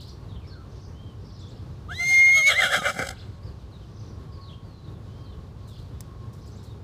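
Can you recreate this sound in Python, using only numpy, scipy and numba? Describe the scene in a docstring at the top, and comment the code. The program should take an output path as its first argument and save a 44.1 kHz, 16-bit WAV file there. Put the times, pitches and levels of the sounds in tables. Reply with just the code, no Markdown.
"""A distant engine rumbles throughout. Hooves swish in the grass and small birds chirp in the trees.
Near 2 s a horse at a paddock gate whinnies with two voices at once, both from its vocal folds:
a high squeal and a wobbling low voice. They break into rough, falling throbs and end in nostril flaps.
From about 5.7 s the horse steps over the grass, and its tack (the gear it wears) clinks once."""
import sys
import numpy as np
from scipy import signal
from scipy.fft import rfft, irfft
from scipy.io import wavfile
from scipy.ndimage import uniform_filter1d
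from numba import njit

SR = 44100
rng = np.random.default_rng(int(sys.argv[2]) if len(sys.argv) > 2 else 0)


def bounce(signal):
    """Save signal as a 16-bit WAV file at the path given by the first command-line argument."""
    frames = np.transpose(np.atleast_2d(signal))
    limited = np.clip(frames, -1, 1)
    pcm = np.round(limited * 32767).astype(np.int16)
    wavfile.write(sys.argv[1], SR, pcm)


N = 301203
T = np.arange(N) / SR
CALL_START_S, CALL_END_S, BREAK_TAKES_S = 1.885, 3.15, .03

# Levels in all tables are relative: the functions turn them up or down.
# where the throat and muzzle ring: f/Hz, width/Hz, level/dB
MOUTH_RINGS = [(538, 133, 1.5), (754.6, 91, 9.5), (1447, 350, 3.5), (1570, 67, -4.5), (2093, 140, 3),
               (2260, 69, 1.5)]
# where the throat's bright edge rings: f/Hz, width/Hz, level/dB
EDGE_RINGS = [(2910, 150, -3), (3278, 297, 1), (3543, 210, -6), (3985, 254, -7.5)]
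# where the rushing breath hisses: f/Hz, width/Hz, level/dB
HISS_RINGS = [(4950, 2170, 6), (6220, 1400, 2.5), (7550, 840, 6.5), (10710, 2513, -2.5),
              (13000, 5600, -10.5)]


def amp(db):
    """Turn decibels into a number to multiply by."""
    return 10 ** (np.asarray(db) / 20)


def unit(x):
    """Scale x to an average strength (rms) of 1."""
    return x / np.sqrt(np.mean(x ** 2))


def noise():
    """An even hiss: white noise."""
    return rng.standard_normal(N)


def wander(hz):
    """A smooth random wiggle of size about 1 that changes up to hz times a second."""
    return unit(irfft(rfft(noise()) / (1 + (np.fft.rfftfreq(N, 1 / SR) / hz) ** 4), N))


def curves(table):
    """Join a table's rows by straight lines in time, one curve for each column after the first."""
    s, *columns = np.transpose(table)
    return [np.interp(T, s, c) for c in columns]


def bump(s, half_length):
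    """A bell-shaped swell around time s."""
    return np.exp(-np.minimum(((T - s) / half_length) ** 2, 30))


def ramp(start, length):
    """A straight rise from 0 to 1."""
    return np.clip((T - start) / length, 0, 1)


def sounding(start, end):
    """1 between two times and 0 outside, with soft ends."""
    return uniform_filter1d(1. * ((T > start) & (T < end)), size=300)


def turn(hz):
    """How far a wave of changing pitch has turned: its phase in radians."""
    return 2 * np.pi * np.cumsum(hz) / SR


def colour(x, points):
    """Shape the lows and highs of x by rows of f/Hz, level/dB; the result has strength 1."""
    hz, db = np.transpose(points)
    curve_db = np.interp(np.log(np.fft.rfftfreq(N, 1 / SR) + 1), np.log(hz), db)
    return unit(irfft(rfft(x) * amp(curve_db), N))


def resonance(x, hz, width):
    """Keep the part of x near hz, filtering twice for steep sides."""
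    b, a = signal.iirpeak(hz, hz / width, fs=SR)
    return signal.lfilter(b, a, signal.lfilter(b, a, x))


def echo(x, fade_s, build_s):
    """A blurred echo from trees and fences that drops 60 dB in fade_s."""
    t = T[:SR]
    tail = rng.standard_normal(SR) * amp(-60 * t / fade_s) * (1 - np.exp(-t / build_s))
    return signal.fftconvolve(x, tail / np.linalg.norm(tail))[:N]


def outdoor_air(level_db=-40):
    """A restless far rumble with a faint hiss of leaves."""
    # lows and highs of the rumble and leaves: f/Hz, level/dB
    air_colour = [(13, -56), (22, -31.5), (49, -6.5), (104, 1.5), (257, -16.5), (420, -18), (668, -27),
                  (1010, -28.5), (1090, -27), (1250, -31.5), (2220, -42), (3250, -44.5), (5030, -48.5),
                  (12700, -59), (15000, -59.5)]
    return colour(noise(), air_colour) * amp(level_db + wander(7.4))


def engine(boom_hz=64, drone_hz=105.7, whine_hz=1090):
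    """A far engine: a noisy boom, a wavering drone and a thin whine."""
    # slow swell of the drone: t/s, level/dB
    drone_levels = [(0.0, -53), (0.48, -43.5), (2.68, -56), (3.14, -44.5), (4.22, -45), (4.37, -54),
                    (4.75, -46), (6.83, -42.5)]
    # swells of the whine: t/s, half length/s, level/dB
    whine_swells = [(4.44, 0.16, -53), (5.35, 0.41, -67), (6.202, 0.13, -56.5)]
    boom = amp(-48) * unit(resonance(noise(), boom_hz, width=30))
    drone_db = curves(drone_levels)[0] - 4 + 1.5 * wander(2.6)
    drone = amp(drone_db) * np.sin(turn(drone_hz * (1 + .035 * wander(8.5))))
    swell = amp(-68) + sum(amp(db) * bump(s, half) for s, half, db in whine_swells)
    whine = swell * amp(3.32 * wander(15.3)) * np.sin(turn(whine_hz * (1 + .013 * wander(51.2))))
    return boom + drone + whine


def crackle(hits, fade_s, rise_s=.001, grain_db=3):
    """A burst of bright, grainy noise for each hit (t/s, level/dB), dropping 60 dB in fade_s."""
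    # lows and highs of the crackle: f/Hz, level/dB
    crackle_colour = [(1000, -11), (2900, -8), (3700, -8), (5000, 1.5), (7600, 2.5), (10000, -3.5),
                      (15000, -5.5)]
    loudness = 0
    for s, db in hits:
        age = np.maximum(T - s, 0)
        loudness += (1 - np.exp(-age / rise_s)) * amp(db - np.minimum(60 * age / fade_s, 100))
    return loudness * colour(noise() * amp(grain_db * wander(510)), crackle_colour)


def hooves():
    """Hooves brush through the grass in soft swishes."""
    # the swishes: t/s, level/dB
    swishes = [(.005, -58), (.075, -64.5), (5.675, -57), (5.782, -64), (6.0, -65), (6.328, -59.5),
               (6.458, -62.5), (6.63, -58.5)]
    return crackle(swishes, fade_s=.35)


def bird_chatter(flicker_db, spread_hz=2000 / 3):
    """Bursts of twitter in which the pitch darts about at random."""
    # the bursts: peak t/s, half length/s, middle f/Hz, level/dB
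    bursts = [(.02, 0.031, 4100, -51), (.092, 0.025, 4450, -50), (.826, .11, 5160, -61.5),
              (1.336, 0.12, 4680, -58), (1.525, .092, 4080, -61), (3.19, 0.052, 3900, -52.5),
              (4.027, .11, 4920, -60.5), (5.771, .05, 4200, -57.5), (6.48, .14, 4850, -62.5)]
    dart, out = np.clip(wander(168.8), -2, 2), np.zeros(N)
    for s, half, hz, db in bursts:
        span = abs(T - s) < 3 * half
        loudness = amp(db - .5 + flicker_db[span]) * bump(s, half)[span]
        out[span] += loudness * np.sqrt(2) * np.sin(turn(hz + spread_hz * dart[span]))
    return out


def bird_notes(faint_count=12, chirp_fall=.22, whistle_hz=2880):
    """List the birds' notes: t/s, length/s, start f/Hz, end f/Hz, arch/Hz, level/dB."""
    # nearer chirps (arch lifts the pitch mid-note): t/s, length/s, f/Hz, arch/Hz, level/dB
    near_chirps = [(0.284, .11, 3540, 0, -57), (0.406, .063, 2400, 0, -60.5),
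                   (0.468, .038, 4030, 1404, -55), (0.5, 0.047, 3700, 650, -52.5),
                   (0.502, .13, 1440, 0, -57), (1.392, 0.09, 3860, -300, -57),
                   (3.424, 0.078, 4110, 902.5, -59), (3.719, 0.056, 3920, 0, -55),
                   (4.318, 0.065, 4370, 400, -59.5), (4.406, 0.066, 4280, 3, -54.5),
                   (4.463, 0.094, 3554, -200, -53.5), (3.81, .05, 3090, 0, -63.5),
                   (4.636, .2, 4400, -200, -65), (4.83, .08, 4200, -400, -61), (5.235, .048, 4200, 0, -61),
                   (5.291, .055, 3340, 200, -61), (5.672, 0.11, 3710, -300, -60),
                   (6.638, 0.1, 3950, 0, -60)]
    # soft arched whistles: t/s, length/s, level/dB
    whistles = [(0.929, .22, -61.5), (5.06, 0.32, -68.5)]
    # quick upward flicks: t/s
    flicks = [1.387, 1.48, 6.462, 6.553]
    faint_chirps = [(when * T[-1], .08, 4200 + 660 * (2 * height - 1), 0, -69)
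                    for when, height in rng.random((faint_count, 2))]
    notes = [(s, length, hz * (1 + chirp_fall / 2), hz * (1 - chirp_fall / 2), arch_hz, db)
             for s, length, hz, arch_hz, db in near_chirps + faint_chirps]
    notes += [(s, length, whistle_hz, whistle_hz, 314, db) for s, length, db in whistles]
    return notes + [(s, .026, 6100, 8260, 0, -62.5) for s in flicks]


def bird_song(flicker_db, warble):
    """Each note is one sliding tone; very short and long notes are nearly pure, the others warble."""
    out = np.zeros(N)
    for s, length, start_hz, end_hz, arch_hz, db in bird_notes():
        span = (T >= s) & (T < s + length)
        progress = (T[span] - s) / length
        buzz = 1 if .045 < length < .15 else .1
        hz = start_hz + (end_hz - start_hz) * progress + 4 * arch_hz * progress * (1 - progress)
        tone = np.sin(turn(hz * (1 + buzz * warble[span])))
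        swell = np.sqrt(2 * np.sin(np.pi * progress).clip(0))
        out[span] += amp(db - 1 + buzz * flicker_db[span]) * swell * tone
    return out


def birds():
    """Song and chatter, blurred by the trees, over a faint far chorus."""
    warble, flicker_db = .045 * wander(138), 3 * np.clip(wander(43), -2, 1)
    song, chatter = bird_song(flicker_db, warble), bird_chatter(flicker_db)
    chorus = unit(resonance(noise(), hz=3830, width=2790)) * amp(-67 + 2 * wander(6.5))
    return song + .9 * chatter + .6 * echo(song + chatter, fade_s=.36, build_s=.005) + chorus


def roughness(push, break_s, tiring_per_s, calm=.07, tiring_s=2.56):
    """From 0 to 1: the vocal folds settle, tear at each push once the voice breaks, then tire."""
    settling = .3 * (1 - ramp(CALL_START_S, .15))
    tearing = ramp(break_s, BREAK_TAKES_S) * push
    tiring = tiring_per_s * np.maximum(T - tiring_s, 0)
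    return np.clip(calm + settling + tearing + tiring, 0, 1)


def squeal_shape(sag=.32, arch_s=.05, rise_db_per_s=300, fall_db_per_s=140, yelp_overtones_db=-38):
    """Pitch, level and overtone level of the high voice: a held squeal, then arched yelps."""
    # the held squeal: t/s, f/Hz, level/dB, overtone level/dB
    held_squeal = [(1.885, 1150, -51.5, -68), (1.897, 1311, -39, -66), (1.925, 1640, -37.5, -52),
                   (1.96, 1953, -55, -48.5), (2.004, 2080, -27.5, -42.5), (2.06, 2117, -26, -36.5),
                   (2.145, 2124, -14.5, -31.5), (2.21, 2130, -11, -34), (2.32, 2137, -13, -35),
                   (2.378, 2188, -14.5, -24.5), (2.408, 2111, -19, -32.5), (2.448, 2185, -18, -33.5),
                   (2.484, 2239, -11, -23), (2.512, 2020, -21, -29), (2.538, 1650, -29.5, -44)]
    # the yelps it breaks into: t/s, top f/Hz, level/dB
    yelps = [(2.589, 2105, -16), (2.728, 1760, -24), (2.872, 1460, -25.5)]
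    s, top_hz, top_db = np.transpose(yelps)[:, :, None]
    levels = top_db - np.maximum(rise_db_per_s * (s - T), fall_db_per_s * (T - s))
    pitches = top_hz * (1 - sag * (1 - bump(s, arch_s)))
    loudest_yelp = np.choose(levels.argmax(axis=0), pitches), levels.max(axis=0), yelp_overtones_db
    holding = T < held_squeal[-1][0]
    return [uniform_filter1d(np.where(holding, held, yelp), size=400)
            for held, yelp in zip(curves(held_squeal), loudest_yelp)]


def high_voice(low_phase, rough, end_s=2.907, jitter=.032, dulling_db=28):
    """A nearly pure squeal, shaken by the low voice and torn as it gets rough."""
    # how the throat colours the overtones (tones at multiples of the pitch): f/Hz, level/dB
    throat_colour = [(2450, -36), (2820, -4), (3300, 1), (4000, 5), (4300, -9), (4650, -18.5), (5100, -3),
                     (5800, -7.5), (6450, 1), (7200, -16), (8500, -16.5), (10700, -19.5), (12900, -17.5),
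                     (15000, -45)]
    hz, db, overtones_db = squeal_shape()
    on = sounding(CALL_START_S, end_s)
    phase = turn(hz * (1 + jitter * rough ** 1.5 * wander(282) + .002 * wander(60)))
    tremble = 1 + .5 * rough ** 1.2 * np.clip(wander(140), -2, 2)
    grip = amp(7.5 * np.clip(wander(30), -2, 1))  # the two voices pull on each other unevenly
    tone = amp(db) * np.sqrt(2) * np.sin(phase) * (1 + .007 * grip * np.cos(low_phase))
    shake = .24 * grip * np.sin(low_phase + wander(70)) + .1 * wander(700)
    # rough folds lose their upper overtones
    stack = sum(amp(-dulling_db * rough * (k > 2)) * np.sin(k * phase + shake * k / 2)
                for k in range(1, 8))
    overtones = colour(stack * on, throat_colour) * np.sqrt(np.mean(on))
    overtones *= amp(overtones_db + .5 + 1.93 * wander(38))
    return (tone + overtones) * tremble * on


def ring(x, rings):
    """The call rings at some pitches and dips at others."""
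    # narrow bands missing from the call, which make it sound hollow: f/Hz, width/Hz
    hollow_bands = [(1005, 540), (1860, 90), (2540, 400), (4620, 300)]
    out = sum(amp(db) * resonance(x, hz, width) for hz, width, db in rings)
    for hz, width in hollow_bands:
        out = signal.lfilter(*signal.iirnotch(hz, hz / width, fs=SR), out)
    return unit(out)


def low_voice(phase, rough, effort, edge, hiss, flutter_hz=170):
    """The vocal folds buzz in the breath; rough folds lose their pitch and chop it into uneven puffs."""
    buzz = unit(sum(np.cos(k * phase) / k ** .5 for k in range(1, 13)))
    puffs = amp(rough * np.clip(wander(flutter_hz), -2, 2))
    air = unit(noise() * (1 + .8 * np.cos(phase)))
    source = puffs * ((1 - .45 * rough) * buzz + (.3 + .7 * rough) * air)
    # a gentle voice is dull: the upper rings need the folds to snap shut
    brightness = (effort / amp(-37.5)) ** .27
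    mouth = .67 * ring(source, MOUTH_RINGS[:2]) + brightness * ring(source, MOUTH_RINGS[2:])
    steady_breath = ramp(CALL_START_S, .22) * (1 - ramp(CALL_END_S - .081, .081))
    voice = amp(6.5) * effort * mouth
    voice += (edge + amp(-52) * steady_breath) * ring(source, EDGE_RINGS)
    voice += (hiss + amp(-50) * steady_breath) * ring(air * puffs + .46 * source, HISS_RINGS)
    return voice * sounding(CALL_START_S, CALL_END_S)


def whinny(low_break_s=2.455, high_break_s=2.489, droop=.08, waver=.012, jitter=.08):
    """Throbs of breath drive the low voice, and the high voice sounds on top."""
    # the throbs: t/s, half length/s, f/Hz, level/dB, throat edge level/dB, hiss level/dB
    throbs = [(1.918, 0.023, 700, -56.5, -52.5, -67.5), (2.022, 0.028, 711, -53, -49.5, -55),
              (2.116, 0.03, 774, -57, -52, -43), (2.202, 0.031, 735, -57.5, -44.5, -57),
              (2.291, .03, 735, -56, -43, -64), (2.39, .036, 644.8, -39, -32, -48),
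              (2.512, .035, 605, -31, -21, -34), (2.634, 0.049, 605.2, -31, -23.5, -33.5),
              (2.75, 0.034, 584.6, -29, -26.5, -33), (2.872, 0.035, 600.5, -29.5, -32.5, -39.5),
              (3.015, 0.044, 565.4, -36.5, -65, -51.5)]
    times, halves, pitches, levels_db, edges_db, hisses_db = np.transpose(throbs)
    swells = np.array([bump(s, half) for s, half in zip(times, halves)])
    push = swells.sum(axis=0)
    # until the voice breaks, its pitch droops between throbs
    unbroken = 1 - ramp(low_break_s, BREAK_TAKES_S)
    hz = np.interp(T, times, pitches) * (1 - droop * (1 - push) * unbroken)
    rough = roughness(push, low_break_s, tiring_per_s=3.2)
    phase = turn(hz * (1 + (waver + jitter * rough) * wander(163)))
    low = low_voice(phase, rough, effort=amp(levels_db) @ swells,
                    edge=amp(edges_db - 2) @ swells, hiss=amp(hisses_db) @ swells)
    return low + high_voice(phase, roughness(push, high_break_s, tiring_per_s=1))


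def nostrils():
    """Each flap lets out a thud, a snort and a spray of air; bright flaps have less thud, more spray."""
    # nostril flaps: t/s, half length/s, level/dB, brightness/dB
    flaps = [(2.658, .018, -43, -6), (2.785, .017, -40.5, -11), (2.822, 0.0033, -29.5, -4),
             (2.897, .018, -33.5, 5), (2.947, .006, -39, 3), (2.967, 0.0081, -36, -4),
             (2.993, 0.0028, -23.5, -2), (3.001, 0.0065, -30.5, -2), (3.025, 0.0053, -28.5, -1),
             (3.072, 0.0042, -34.5, 8), (3.091, .003, -29, 8), (3.109, 0.0064, -35.5, 3.5),
             (3.129, .011, -45.5, -2)]
    thud = amp(-3) * unit(resonance(noise(), hz=180, width=100))
    snort = ring(noise(), MOUTH_RINGS)
    spray = amp(-10) * unit(ring(noise(), HISS_RINGS) + .67 * ring(noise(), EDGE_RINGS))
    return sum(amp(db) * bump(s, half) * (amp(-bright_db) * thud + snort + amp(bright_db) * spray)
               for s, half, db, bright_db in flaps)


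def tack_clink(at_s=6.006, level_db=-30):
    """The horse's gear gives one sharp clink."""
    return crackle([(at_s, level_db)], fade_s=.016)


def scene(horse_db=3, echo_db=-27):
    """The horse in the open, with a faint echo from the tree line; one channel."""
    call = amp(horse_db) * (whinny() + nostrils())
    tree_echo = amp(echo_db) * echo(call, fade_s=1, build_s=.043)
    return (call + tree_echo + birds() + hooves() + outdoor_air() + engine() + tack_clink())[None]


@njit
def follow(x, attack, release):
    """Track how loud x is, rising at the attack rate and falling at the release rate."""
    out, level = np.empty(len(x)), 0.
    for i in range(len(x)):
        level += (abs(x[i]) - level) * (attack if abs(x[i]) > level else release)
        out[i] = level
    return out


def record(dry, loud_db=-27, squeeze=.25, attack_s=.004, release_s=.2027, top_hz=15400):
    """Turn everything down while the call is loud, and cut the highest treble."""
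    loudness = follow(dry[0], 1 / (attack_s * SR), 1 / (release_s * SR))
    gain = np.maximum(loudness / amp(loud_db), 1) ** -squeeze
    return signal.sosfilt(signal.ellip(10, .2, 80, top_hz, fs=SR, output="sos"), dry * gain)


dry = scene()
out = record(dry)
bounce(out)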